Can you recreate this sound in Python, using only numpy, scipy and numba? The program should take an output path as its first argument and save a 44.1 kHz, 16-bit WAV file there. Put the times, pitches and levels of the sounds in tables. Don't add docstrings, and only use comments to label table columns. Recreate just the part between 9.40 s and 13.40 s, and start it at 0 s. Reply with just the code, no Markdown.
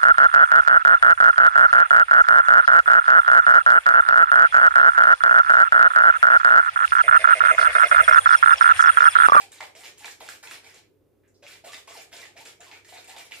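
import sys
import numpy as np
from scipy import signal
from scipy.fft import rfft, irfft
from scipy.io import wavfile
from scipy.ndimage import map_coordinates
from numba import njit

SR = 44100
rng = np.random.default_rng(int(sys.argv[2]) if len(sys.argv) > 2 else 0)


def dump_mix(stems):
    frames = np.atleast_2d(stems).T
    limited = np.clip(frames, -1, 1)
    pcm = np.round(limited * 32767).astype(np.int16)
    wavfile.write(sys.argv[1], SR, pcm)


N = 176400

# (time [s], rise [s], length [s], churn level [dB], spray level [dB])
LIQUID_SURGES = [(0.0, 0.00067, 0.016, -43, -46.5), (0.116, .002, 0.073, -50.5, -51),
                 (0.222, .002, 0.028, -46.5, -50.5), (0.35, 0.0036, 0.1, -52, -50),
                 (.433, 0.012, 0.051, -44, -49.5), (0.573, 0.0056, 0.054, -53, -51),
                 (0.613, .006, 0.036, -51, -54), (0.652, 0.0017, 0.064, -47.5, -46.5),
                 (0.801, .003, 0.063, -48.5, -48.5), (0.882, 0.0018, 0.062, -47, -45.5),
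                 (1.026, 0.0039, 0.027, -48.5, -46), (1.065, 0.0055, 0.032, -49, -54),
                 (1.105, 0.0023, 0.051, -43, -47.5), (1.229, 0.016, 0.079, -50.5, -55),
                 (1.331, 0.014, 0.048, -50, -57), (2.022, 0.0044, 0.025, -50.5, -58.5),
                 (2.071, .002, 0.097, -48, -52.5), (2.237, 0.0096, 0.052, -46, -48.5),
                 (2.316, 0.0056, 0.068, -45, -48.5), (2.472, 0.0037, 0.081, -48, -49.5),
                 (2.544, 0.028, 0.078, -44.5, -48), (2.712, .014, 0.082, -45, -49),
                 (2.8, 0.0083, 0.067, -45, -51.5), (2.957, 0.013, 0.07, -48, -51),
                 (3.051, 0.0034, 0.046, -46.5, -49), (3.203, 0.0056, 0.088, -49.5, -56),
                 (3.312, .003, .055, -48.5, -56.5), (3.445, .002, 0.038, -59, -56),
                 (3.482, .002, 0.029, -53, -53.5), (3.524, 0.0053, 0.088, -45.5, -53.5),
                 (3.634, 0.014, 0.096, -53.5, -73), (3.671, 0.013, 0.055, -46.5, -50),
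                 (3.763, 0.0018, 0.042, -43.5, -48.5), (3.837, 0.011, 0.034, -52, -59),
                 (3.909, 0.0018, 0.15, -47.5, -47)]
# (frequency [Hz], relative band level [dB])
CHURN_COLOUR = [(250, -16), (420, -12), (650, -5.5), (900, -11), (1300, -8.5), (1800, 0.5), (2300, 1.5),
                (2800, -3.5), (3700, 0), (5000, -2), (7000, -9.5)]
# (frequency [Hz], relative band level [dB])
SPRAY_COLOUR = [(2000, -0.5), (3500, -5), (5000, 0.5), (6100, -3.5), (7300, 1), (9000, -0.5), (12500, -3.5),
                (15000, -52.5)]
# (time [s], relative level [dB], pitch [Hz])
WALL_SLAPS = [(0.119, -43.5, 7150), (.205, -38, 842), (.208, -34.5, 2000), (0.227, -53, 2350),
              (.226, -40, 860), (0.351, -47, 2130), (.436, -46, 2280), (0.456, -43.5, 2400),
              (.582, -47.5, 7260), (0.645, -35, 2290), (.646, -43, 900), (0.658, -39, 3800),
              (.680, -38, 1620), (.712, -46, 5000), (.806, -44, 870), (0.879, -44, 2900),
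              (.888, -36.5, 1670), (1.035, -44.5, 1560), (1.073, -41, 2260), (1.111, -37, 1620),
              (1.127, -60, 1800), (1.344, -52.5, 6500), (1.437, -63, 2220), (2.066, -43, 2050),
              (2.333, -39.5, 1890), (2.345, -37.5, 3530), (2.477, -48, 1030), (3.058, -44, 2720),
              (3.205, -47, 6500), (3.314, -44, 2570), (3.448, -55, 2070), (3.479, -59, 2340),
              (3.525, -49, 790), (3.644, -50, 7160), (3.677, -46.5, 8400), (3.853, -51.5, 9000),
              (3.765, -56, 1930), (3.766, -44.5, 704), (3.920, -34.5, 2240), (3.939, -43, 2250),
              (3.957, -51, 2150)]
# (time [s], length [s], level [dB], first pitch [Hz], last pitch [Hz])
AIR_GULPS = [(0.0, 0.018, -44, 844, 757), (.205, 0.026, -44.5, 884, 550), (.351, 0.1, -56.5, 580, 935),
             (.45, 0.045, -60.5, 478, 622), (0.606, 0.033, -54, 806, 872), (.645, 0.023, -47, 952, 821),
             (0.807, 0.0283, -47, 703, 616), (.86, 0.033, -52, 925, 765), (1.032, 0.079, -55.5, 780, 1070),
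             (1.111, .03, -60, 1018, 877), (1.234, 0.043, -60, 760, 823), (2.025, 0.026, -52, 580, 585),
             (2.239, 0.042, -46, 643, 723), (2.276, 0.044, -52.5, 1122, 1188),
             (2.475, 0.045, -51, 648, 683), (2.499, 0.046, -56.5, 1023, 1195),
             (2.551, 0.039, -48, 935, 637), (2.727, 0.014, -47.5, 643, 686), (2.77, 0.15, -71, 1103, 792),
             (2.955, 0.073, -52.5, 626, 940), (3.197, 0.024, -53, 655, 744), (3.263, 0.074, -56, 1106, 769),
             (3.521, 0.032, -48, 742, 727), (3.558, 0.033, -55, 1000, 618), (3.684, 0.018, -47.5, 727, 779),
             (3.735, 0.068, -51, 920, 680)]
# (frequency [Hz], width [Hz], gain [dB])
BOTTLE_RESONANCES = [(452, 72, -2), (897, 54, -11.5), (1832, 23, -14), (2348, 127, -9), (7260, 800, -3)]
# (time [s], length [s], level [dB], pitch [Hz])
FINGER_RUBS = [(1.832, 0.063, -69.5, 1740), (1.876, 0.026, -69, 7000), (1.942, 0.042, -66.5, 4950)]
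# (frequency [Hz], time to fall 60 dB [s])
ROOM_DECAY = [(250, 0.7), (1000, 0.26), (2500, 0.27), (7000, 0.28), (14000, 0.17)]
# (frequency [Hz], gain [dB])
ROOM_COLOUR = [(250, -8), (700, -4), (1200, -4), (2200, -1), (6000, -4.5), (14000, 1)]
# (frequency [Hz], relative spectral density [dB])
ROOM_TONE_COLOUR = [(25, -42), (45, -7), (65, -6.5), (130, -4.5), (200, -11.5), (300, -3), (360, -1.5),
                    (415, 0.5), (470, -5), (560, -8.5), (700, -19.5), (1100, -24), (2000, -30), (5000, -37),
                    (8000, -38), (12000, -34.5), (15000, -33.5)]

SAG_DB_PER_S = 50


def sloshing(drain_db_per_s=355):
    power, t = np.zeros((2, N)), np.arange(SR // 3) / SR
    for start, rise, length, *levels in LIQUID_SURGES:
        shape = envelope(t, rise, length, drain_db_per_s)
        for layer, db in zip(power, levels):
            add(layer, start, (shape * from_db(db)) ** 2)
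    churn_gain, spray_gain = np.sqrt(power)
    churn = bubbles(CHURN_COLOUR, per_s=4000, cycles=17.9, spread_db=4.0)
    spray = bubbles(SPRAY_COLOUR, per_s=5000, cycles=9.7, spread_db=3.5)
    return churn_gain * churn + spray_gain * spray


def bubbles(colour, per_s, cycles, spread_db, clumps_per_s=130, clump_db=1.9):
    when, size_draw, pitch_draw = rng.random((int(per_s * N / SR), 3)).T
    low_hz, high_hz = colour[0][0], colour[-1][0]
    hz = low_hz * (high_hz / low_hz) ** pitch_draw
    size_db = spread_db * np.minimum(-np.log(size_draw), 4)
    sizes = from_db(size_db + at_hz(colour, hz)) * np.sqrt(hz)
    clumps = np.interp(np.arange(N) / SR * clumps_per_s, np.arange(N), rng.standard_normal(N))
    fizz = pops((when * N).astype(np.int64), sizes, hz / SR, cycles, glide=0.15)
    return rms_one(fizz * from_db(clump_db * clumps))


@njit
def pops(starts, sizes, pitches, cycles, glide):
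    out = np.zeros(N)
    for start, size, pitch in zip(starts, sizes, pitches):
        life = cycles / pitch
        for i in range(min(int(life), N - start)):
            age = i / life
            shape = min(i * pitch, 1.) * np.exp(-np.log(1000) * age)
            out[start + i] += size * shape * np.sin(2 * np.pi * pitch * i * (1 + glide * age))
    return out


def slaps(decay_s=0.0021, q=3.46, crack_db=-7, boost_db=13):
    out, t = np.zeros(N), np.arange(SR // 30) / SR
    for start, db, hz in WALL_SLAPS:
        burst = rng.standard_normal(len(t)) * np.exp(-t / decay_s)
        body = rms_one(resonance(resonance(burst, hz, hz / q), hz, hz))
        crack = rms_one(resonance(resonance(burst, 2300, 3200), 2500, 5800))
        slap = body + from_db(crack_db) * crack
        peak = np.abs(signal.hilbert(slap)).max()
        add(out, start, from_db(db + boost_db) * slap / peak)
    return out


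def gulps(kicks_per_s=300, ring_s=0.0022, flutter_db=-1.5):
    out, t = np.zeros(N), np.arange(SR // 6) / SR
    for start, length, db, first_hz, last_hz in AIR_GULPS:
        chance, size, turn = rng.random((3, len(t)))
        kicks = size * (chance < kicks_per_s / SR) * np.exp(2j * np.pi * turn)
        flutter = signal.lfilter([1], [1, -np.exp(-1 / (ring_s * SR))], kicks)
        flutter = signal.sosfilt(signal.butter(1, 350, fs=SR, output="sos"), flutter)
        swing = 1 + from_db(flutter_db) * flutter / (np.std(flutter) + 1e-12)
        hz = np.interp(t, [0, length], [first_hz, last_hz])
        note = np.real(swing * np.exp(2j * np.pi * np.cumsum(hz) / SR))
        gulp = note * envelope(t, rise_s=0.0018, length_s=length, release_db_per_s=900)
        add(out, start, from_db(db) * rms_one(gulp) * np.sqrt(length / t[-1]))
    return out


def bottle_ring(liquid):
    return sum(from_db(db) * resonance(liquid, hz, width) for hz, width, db in BOTTLE_RESONANCES)


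def finger_rubs(q=3, attack_s=0.002):
    out, t = np.zeros(N), np.arange(SR // 5) / SR
    for start, length, db, hz in FINGER_RUBS:
        friction = rms_one(resonance(resonance(rng.standard_normal(len(t)), hz, hz / q), hz, hz))
        shape = np.minimum(t / attack_s, 1) * np.exp(-(t / length) ** 2)
        add(out, start, from_db(db) * friction * shape)
    return out


def direct_path(bottle, left_lag_s=47e-6, sway_s=30e-6, shake_hz=4.2):
    t = np.arange(N) / SR
    lag = left_lag_s + sway_s * np.sin(2 * np.pi * shake_hz * t)
    left = map_coordinates(bottle, [(t - lag) * SR], order=3)
    return np.array([left, bottle])


def kitchen(bottle, places=5, places_per_s=23, first_echo_s=0.0026):
    t, hz = np.arange(SR // 2) / SR, np.fft.rfftfreq(SR // 2, 1 / SR)
    white, responses = rfft(rng.standard_normal((places, 2, len(t)))), 0
    centres = np.geomspace(200, 16000, 8)
    for centre, pick in zip(centres, np.eye(len(centres))):
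        decay = from_db(-60 * t / at_hz(ROOM_DECAY, centre)) * (t > first_echo_s)
        band = irfft(white * np.interp(hz, centres, pick), len(t))
        responses += band * decay / np.linalg.norm(decay) * from_db(at_hz(ROOM_COLOUR, centre))
    place, out = np.arange(N) / SR * places_per_s, 0
    for k, response in enumerate(responses):
        nearness = np.maximum(1 - np.abs((place - k) % places - places / 2), 0)
        out += signal.fftconvolve((bottle * np.sqrt(nearness))[None], response, axes=1)[:, :N]
    return out


def room_tone(mid_db=-65.5, side_db=-70, hum_hz=97, hum_db=-74.5):
    colour = from_db(at_hz(ROOM_TONE_COLOUR, np.fft.rfftfreq(N, 1 / SR)))
    mid, side = rms_one(irfft(rfft(rng.standard_normal((2, N))) * colour, N))
    hum = np.sqrt(2) * np.sin(2 * np.pi * hum_hz * np.arange(N) / SR)
    return from_db(mid_db) * mid + from_db(side_db) * side * [[1], [-1]] + from_db(hum_db) * hum


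def envelope(t, rise_s, length_s, release_db_per_s):
    fall_db = SAG_DB_PER_S * t + release_db_per_s * np.maximum(t - length_s, 0)
    return np.minimum(t / rise_s, 1) * from_db(-fall_db)


def resonance(x, hz, width_hz):
    r = np.exp(-np.pi * width_hz / SR)
    feedback = [1, -2 * r * np.cos(2 * np.pi * hz / SR), r * r]
    return signal.lfilter(np.array([1, 0, -1]) * (1 - r * r) / 2, feedback, x + 1e-18)


def from_db(db):
    return 10 ** (np.asarray(db) / 20)


def rms_one(x):
    return x / np.sqrt(np.mean(x ** 2) + 1e-20)


def at_hz(table, hz):
    frequencies, values = np.transpose(table)
    return np.interp(np.log(hz + 1e-9), np.log(frequencies), values)


def add(out, start_s, sound):
    i = int(start_s * SR)
    out[i:i + len(sound)] += sound[:N - i]


def scene(direct_db=-4, right_bias_db=1.2):
    liquid = sloshing() + slaps() + gulps()
    bottle = liquid + bottle_ring(liquid) + finger_rubs()
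    at_pair = from_db(direct_db) * direct_path(bottle) + kitchen(bottle) + room_tone()
    return at_pair * from_db([[-right_bias_db / 2], [right_bias_db / 2]])


def record(dry):
    return signal.sosfilt(signal.ellip(10, .1, 80, 15400, fs=SR, output="sos"), dry)


dry = scene()
out = record(dry)
dump_mix(out)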